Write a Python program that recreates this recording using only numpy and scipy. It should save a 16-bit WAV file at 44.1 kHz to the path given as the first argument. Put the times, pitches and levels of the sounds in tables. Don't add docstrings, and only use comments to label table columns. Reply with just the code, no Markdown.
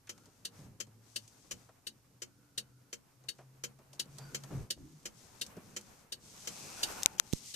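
import sys
import numpy as np
from scipy import signal
from scipy.fft import rfft, irfft
from scipy.io import wavfile
from scipy.ndimage import uniform_filter1d

SR = 44100
rng = np.random.default_rng(int(sys.argv[2]) if len(sys.argv) > 2 else 0)


def to_wav(s):
    ch = np.atleast_2d(s).T
    pcm = np.round(np.clip(ch, -1, 1) * 32767)
    wavfile.write(sys.argv[1], SR, pcm.astype(np.int16))


def linear_from_db(decibels):
    return 10 ** (np.asarray(decibels, float) / 20)


N = 333345

# frequency in Hz, density in dB per Hz.
HISS_COLOUR = [(880, -52), (1500, -7), (2200, -12), (5240, -4), (6190, -4.5), (7380, -5.5), (13900, -7.5),
               (14800, -14), (15500, -37)]

# time in seconds, pitch in Hz.
ENGINE_PITCH = [(0.0, 103.9), (0.7, 106), (1.25, 114), (2.6, 125.5), (3.75, 132.8), (4.1, 138.7),
                (4.5, 139.8), (4.7, 131.3), (4.92, 149.6)]
# start in seconds,
# length in seconds, level in dB rms.
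DRONE_SWELLS = [(.2, 0.18, -75), (.53, 0.13, -60.5), (.74, .58, -65.5), (1.5, 0.24, -67),
                (2.11, .35, -69.5), (2.5, 0.36, -66.5), (3.11, 0.21, -64.5), (3.36, 0.47, -59.5),
                (3.86, 0.24, -65), (4.07, 0.13, -55), (4.18, 0.15, -48.5), (4.33, 0.29, -54.5),
                (4.51, 0.12, -38), (4.79, 0.11, -56), (4.9, .12, -54)]
# time in seconds, pitch in Hz, level in dB rms.
WHINE = [(1.2, 262, -81), (1.4, 267.7, -75), (2.0, 277.6, -83.5), (2.4, 284, -74), (2.8, 288.2, -76.5),
         (3.0, 292.5, -92)]

# time in seconds, rub level in dB.
GRIP = [(0, -82), (.16, -73.5), (.3, -79.5), (.61, -69.5), (.8, -78), (1.58, -71.5), (1.9, -80),
        (3.15, -78.5), (3.9, -74), (4.25, -67), (4.58, -64.5), (4.72, -78.5), (5.55, -65.5), (5.95, -71.5),
        (6.15, -73), (6.92, -52), (7.2, -69), (7.56, -76)]
# start in seconds, length in seconds, level in dB rms.
JOLTS = [
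    (.55, 0.24, -65),
    (4.05, 0.13, -60),
    (4.5, 0.18, -46.5),
    (4.72, 0.19, -59.5),
    (5.04, 0.092, -57),
    (5.72, 0.055, -49),
    (5.85, 0.11, -59),
    (7.03, 0.098, -58),
]
# start in seconds, length in seconds, level in dB rms, left minus right in dB.
STROKES = [(0.025, 0.45, -78, 10), (0.475, 0.25, -68.5, 4.5), (0.986, 0.39, -69, 7), (1.234, 0.49, -71, 7),
           (3.203, 0.29, -78, 3), (3.91, .08, -56.5, 3), (4.053, 0.658, -67.5, 3.5),
           (4.701, 0.49, -73, 0.5), (5.091, .48, -67.5, 9), (5.56, 0.53, -69, 5.5), (6.17, 0.34, -59, 1.5),
           (6.383, 0.72, -53, 3.5), (7.043, 0.17, -63, 7), (7.187, 0.34, -66, 16), (7.277, 0.17, -51, 2),
           (7.39, 0.21, -51, 2)]
# frequency in Hz, density in dB per Hz.
RUMBLE_COLOUR = [(15, -6), (40, 0), (70, 4), (110, 4.5), (160, 2.5), (250, -70)]
CREAK_COLOUR = [(70, -16), (110, 3.5), (220, 1.5), (340, -5), (520, -7.5), (800, -35)]
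RUB_COLOUR = [(300, -1.5), (550, 0), (850, 1.5), (1350, -1.5), (1900, -6), (2600, -7), (3600, -15.5)]
RUSTLE_COLOUR = [(1180, -38), (2000, -10.5), (2470, -9), (3430, -4.5), (3860, -4), (6350, 2), (7390, -2),
                 (8170, -1.5), (9360, -7.5), (11500, -11), (13100, -13), (14300, -24), (15000, -25)]

# start in seconds, length in seconds, centre in Hz, width in Hz, level in dB rms.
SQUEAKS = [
    (2.25, 0.99, 1440, 200, -80.5),
    (0.092, 0.34, 1380, 200, -76),
    (4.218, 0.22, 1460, 140, -65),
    (4.193, 0.12, 4700, 270, -64),
    (4.764, 0.24, 284, 140, -57.5),
    (6.5, 0.82, 2550, 450, -62.5),
    (6.751, 0.45, 1440, 160, -58),
    (6.802, 0.54, 840, 150, -60.5),
    (7.117, 0.06, 810, 100, -61),
]
# start in seconds, peak in dB, centre in Hz, decay to -60 dB in seconds,
# dry tick in dB relative to the peak.
BUMPS = [(0.073, -53, 2020, 0.14, 0), (0.18, -58, 1380, .03, 4.5), (0.259, -58, 315, 0.22, 6.5),
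         (0.589, -49, 136, 1, -25), (.66, -55, 122, 0.16, -25), (0.87, -53.5, 145, 0.13, -8),
         (1.28, -63.5, 300, 0.065, 16.5), (1.53, -54, 120, 0.22, -30), (1.69, -53, 676, 0.073, -11),
         (3.24, -61.5, 696, 0.16, 2), (3.387, -50, 630, 0.17, -8), (3.79, -54.5, 395, 0.12, -7),
         (3.933, -56.5, 500, 0.2, 10), (4.058, -49.5, 214, 0.12, -8), (4.186, -49, 785, 0.27, 10),
         (4.438, -52, 900, .08, 10), (4.508, -38, 186, 0.39, -26), (4.59, -46.5, 151, 0.35, -34),
         (4.773, -54.5, 285, 0.11, -21), (5.466, -54.5, 141, .2, 12), (5.569, -39, 198, 0.12, -13),
         (5.813, -51, 7000, 0.0078, 2), (7.025, -40, 4000, 0.0096, -5)]

SNAP_TIMES = [7.0328, 7.0355, 7.0599, 7.1983, 7.3283, 7.3330, 7.3345]
# left level in dB, right level in dB, the snap's own mode in Hz, blunt push in dB, decay
# to -60 dB in seconds.
SNAPS = [
    (-11.5, -19.5, 3980, -43, 0.0032),
    (-33, -27, 3600, -40, 0.011),
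    (4.5, -8.5, 2290, -26, 0.0032),
    (-0.5, -32, 1330, -64, 0.0027),
    (-23.5, -21, 2400, -24, 0.001),
    (-31, -23.5, 5100, -14, 0.002),
    (-47, -17.5, 4300, -33, 0.0055),
]
# frequency in Hz, level in dB.
SNAP_MODES = [(3800, 0), (5300, 0.5), (6450, 3.5), (7600, 0), (8500, -3), (11000, -7.5), (12500, -8),
              (14200, -11.5)]

# peak in dB, left minus right in dB.
MAKE_CLICKS = [(-28, 1), (-26, 4), (-28, 3.5), (-25, 2), (-26.5, 4), (-24, 3), (-23, 2.5), (-24.5, 4),
               (-28, 1.5), (-18.5, -0.5), (-32.5, 4)]
BREAK_CLICKS = [(-32.5, 2.3), (-29.5, 5.5), (-30, 2.4), (-31.5, 3.5), (-31, 2.5), (-28, 3.5), (-26, 2.3),
                (-30, 2.2), (-29, 0.98), (-27.5, 2), (-39, 4.8)]
# frequency in Hz, level in dB, decay to -60 dB in seconds.
MAKE_MODES = [(1614, -14, 0.18), (2000, -29, 0.14), (2176, -9.5, 0.1), (2990, -10, 0.28),
              (2976, -7.5, 0.11), (3826, 5, 0.13), (3970, -43, 0.082), (4500, 7, 0.13), (5400, -8, 0.053),
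              (5790, -6, 0.028), (6660, -9, 0.09), (7240, -20, 0.045), (8100, -27, 0.05), (8440, 7, 0.036)]
BREAK_MODES = [(1345, -19, 0.29), (2186, -13.5, 0.18), (3100, 3, 0.14), (3940, -32, 0.11),
               (4300, -8.5, 0.26), (5600, -20, 0.1), (5300, -13, 0.091), (6450, -20, 0.12), (7000, 6, 0.1),
               (7740, -29, 0.022), (7500, -3, 0.066), (7900, -1, 0.14)]
# frequency in Hz, density in dB per Hz.
MAKE_SCATTER = [(530, -20), (900, -32.5), (1860, -10), (2280, -25.5), (2860, -2.5), (3380, -11), (4490, -5),
                (5120, -7.5), (8750, -9.5), (11900, -21), (13800, -15.5), (14600, -17.5), (15500, -63)]
BREAK_SCATTER = [(530, -18.5), (900, -20), (1370, -10.5), (2150, -8), (3000, -9), (3630, -14), (4440, -7),
                 (4820, -7), (6730, -2.5), (8550, -15), (13900, -19), (14600, -25), (15500, -77)]
# frequency in Hz, level in dB, decay to -60 dB in seconds.
DASH_MODES = [(212.2, -6.5, 0.39), (278.6, -17, 0.48), (357.7, 1.5, 0.13), (477, -2, 0.18),
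              (566.4, -3.5, 0.15)]


def track(table, column):
    rows = np.array(table, float)
    return np.interp(np.arange(N) / SR, rows[:, 0], rows[:, column])


def on_log(points, hz):
    points = np.array(points, float)
    return np.interp(np.log(hz + 1), np.log(points[:, 0]), points[:, 1])


def colour(x, points):
    size = x.shape[-1]
    gain = linear_from_db(on_log(points, np.fft.rfftfreq(size, 1 / SR)))
    y = irfft(rfft(x) * gain, size)
    return y / np.sqrt(np.mean(y ** 2, axis=-1, keepdims=True))


def alike(share, size):
    a, b = rng.standard_normal((2, size))
    share = np.clip(share, 0, 1)
    return np.array([a, np.sqrt(share) * a + np.sqrt(1 - share) * b])


def flicker(rate_hz, depth_db):
    hold = int(SR / rate_hz)
    steps = np.repeat(rng.standard_normal(N // hold + 1), hold)
    return linear_from_db(depth_db * uniform_filter1d(steps, hold)[:N])


def swells(rows, edge_s, rest_db):
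    t = np.arange(N) / SR
    power = linear_from_db(rest_db) ** 2
    for s, length, db in rows:
        edge = np.clip(np.minimum(t - s, s + length - t) / edge_s, 0, 1)
        power = power + (linear_from_db(db) * np.sin(np.pi / 2 * edge) ** 2) ** 2
    return np.sqrt(power)


def ring(modes, size, scatter_db, turn, detune=0.):
    t = np.arange(size) / SR
    hz, db, t60 = np.transpose(sorted(modes))[:, :, None]
    chance = rng.standard_normal((3, 2, len(modes), 1))
    sign = (-1.) ** np.arange(len(modes))[:, None]
    phase = 2 * np.pi * hz * (1 + detune * chance[2]) * t + turn * chance[1]
    decay = linear_from_db(db + scatter_db * chance[0] - 60 * t / t60)
    return np.sum(sign * decay * np.sin(phase), axis=1)


def add(out, s, sound):
    i = max(int(s * SR), 0)
    out[:, i:i + sound.shape[1]] += sound[:, :N - i]


def peak1(x):
    return x / np.abs(x).max(axis=-1, keepdims=True)


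def ports(x):
    left_minus_right_db = 0.55
    return x * linear_from_db([[left_minus_right_db / 2], [-left_minus_right_db / 2]])


def hiss():
    return linear_from_db(-76) * colour(alike(0.011, N), HISS_COLOUR)


def engine_tone(pitch, gain, end_s):
    fade = np.clip((end_s - np.arange(N) / SR) / 0.037, 0, 1)
    hz = track(pitch, 1) * flicker(30, 0.16)
    return fade * gain * linear_from_db(2.0) * flicker(28, 2.1) * np.sin(2 * np.pi * np.cumsum(hz) / SR)


def engine():
    drone = engine_tone(ENGINE_PITCH, swells(DRONE_SWELLS, edge_s=0.048, rest_db=-73), end_s=5.0)
    whine = engine_tone(WHINE, linear_from_db(track(WHINE, 2)), end_s=WHINE[-1][0])
    return ports(np.array([drone + whine, drone + whine]))


def sleeve():
    grains = alike(0.045, N) * linear_from_db(3.2 * np.minimum(rng.exponential(size=N), 6))
    edge_s, rest_db, rest_pan_db = 0.11, -84, -8
    gains = []
    for side in (1, -1):
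        rows = [(s, length, db + side * pan_db / 2) for s, length, db, pan_db in STROKES]
        gains.append(swells(rows, edge_s, rest_db + side * rest_pan_db / 2))
    return linear_from_db(2.5) * np.array(gains) * flicker(18, 1.1) * colour(grains, RUSTLE_COLOUR)


def hand():
    grip_db = track(GRIP, 1)
    effort_db = np.minimum(grip_db, -67) + 72
    rumble_db = -73.5 + 0.38 * effort_db
    creak_db = -70 + effort_db
    rumble = swells(JOLTS, 0.085, rumble_db) * flicker(9.2, 2.1) * colour(alike(0.54, N), RUMBLE_COLOUR)
    creak = linear_from_db(creak_db + 3) * flicker(22, 3.6) * colour(alike(0.67, N), CREAK_COLOUR)
    rub = linear_from_db(grip_db + 5.0) * flicker(30, 2.4) * colour(alike(0.05, N), RUB_COLOUR)
    return ports(rumble + creak + rub)


def squeaks():
    out, size = np.zeros((2, N)), 32768
    t = np.arange(size) / SR
    for s, length, hz, width_hz, db in SQUEAKS:
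        shape = [(hz - 2 * width_hz, -40), (hz - width_hz / 2, -3), (hz, 0),
                 (hz + width_hz / 2, -3), (hz + 2 * width_hz, -40)]
        band = colour(alike(0.45, size), shape)
        add(out, s, linear_from_db(db) * band * np.sin(np.pi * np.clip(t / length, 0, 1) ** 0.5))
    return out


def bumps():
    out, size = np.zeros((2, N)), 8192
    t = np.arange(size) / SR
    for s, db, hz, t60, tick_db in BUMPS:
        shape = [(hz / 4, -24), (hz / 1.9, -4), (hz, 0), (2.18 * hz, -10), (12 * hz, -35), (60 * hz, -65)]
        dull = colour(alike(0.9, size), shape)
        body = peak1(dull * np.clip(t / 0.0053, 0, 1) * linear_from_db(-60 * t / t60))
        tick = peak1(colour(alike(0.06, size), RUSTLE_COLOUR) * linear_from_db(-60 * t / 0.045))
        add(out, s - .002, linear_from_db(db + 2.5) * (body + linear_from_db(tick_db) * tick))
    return out


def snaps():
    out, n = np.zeros((2, N)), np.arange(1024)
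    for s, (left_db, right_db, low_hz, push_db, t60) in zip(SNAP_TIMES, SNAPS):
        modes = [(low_hz, -6.5, 1.7 * t60)] + [(hz, db, t60) for hz, db in SNAP_MODES]
        crack = peak1(ring(modes, len(n), .6, turn=.1))
        snap = crack + linear_from_db(push_db) * n / 4 * np.exp(-n / 8)
        late = np.roll(snap[1], int(1.4 * max(left_db - right_db - 9.0, 0)))
        add(out, s, linear_from_db([[left_db], [right_db]]) * np.array([snap[0], late]))
    return out


def thump():
    start_s, push_s, rebound_s = 7.3347, .00075, .0024
    t = np.arange(N) / SR - start_s
    late = np.clip(t - 1.15 * push_s, 0, None)
    back = (1 - np.exp(-late / .0006)) * (np.exp(-late / rebound_s) - .24 * np.exp(-late / .008))
    right = np.exp(-(t / push_s) ** 2) - 1.25 * back
    left = -np.sin(2 * np.pi * 150 * late) * np.exp(-late / 0.0062)
    return np.array([linear_from_db(-27) * 0.83 * left, linear_from_db(-14) * right])


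def relay(first_s, clicks, modes, scatter, rise_s, hold_s, t60, modes_db, thud_db, repeat):
    period_s, right_lag = .7089, 14
    out, size = np.zeros((2, N)), 6144
    t = np.arange(size) / SR
    rise = np.clip(t / rise_s, 0, 1) ** 1.5
    swell = rise * linear_from_db(-60 * np.clip(t - rise_s - hold_s, 0, None) / t60)
    usual = alike(0.2, size)
    for k, (db, pan_db) in enumerate(clicks):
        fresh = alike(0.19, size)
        noise = repeat * usual + np.sqrt(1 - np.clip(repeat, 0, 1) ** 2) * fresh
        cabin = peak1(colour(noise, scatter) * swell)
        rings = peak1(ring(modes + modes, size, 1.9, turn=1.85, detune=0.0171) * rise * linear_from_db(-250 * t))
        thud = peak1(ring(DASH_MODES, size, 0.63, turn=0.83, detune=0.014)) * np.clip(t / 0.0054, 0, 1)
        tick = (cabin + linear_from_db(modes_db) * rings) * linear_from_db(np.array([[pan_db], [-pan_db]]) / 2)
        tick[1] = np.roll(tick[1], right_lag)
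        add(out, first_s + k * period_s - .003, linear_from_db(db) * (1.022 * tick + linear_from_db(thud_db) * thud))
    return out


def scene():
    handling = hand() + sleeve() + squeaks() + bumps() + snaps() + thump()
    closing = relay(.4513, MAKE_CLICKS, MAKE_MODES, MAKE_SCATTER, rise_s=0.0049, hold_s=0.0028,
                    t60=0.072, modes_db=-5.5, thud_db=-22.5, repeat=0.53)
    opening = relay(.0937, BREAK_CLICKS, BREAK_MODES, BREAK_SCATTER, rise_s=0.0038, hold_s=0.006,
                    t60=0.07, modes_db=-5, thud_db=-14.0, repeat=0.74)
    return hiss() + engine() + handling + closing + opening


def low_pass(x):
    return signal.sosfilt(signal.butter(12, 16030, fs=SR, output="sos"), x)


def record(dry):
    above = np.clip((np.fft.rfftfreq(N, 1 / SR) - 14550) / 300, 0, 1)
    narrow = irfft(rfft(dry) * linear_from_db(-32 * above), N)
    mix = np.clip(narrow, -1, 1)
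    return low_pass(mix)


dry = scene()
out = record(dry)
to_wav(out)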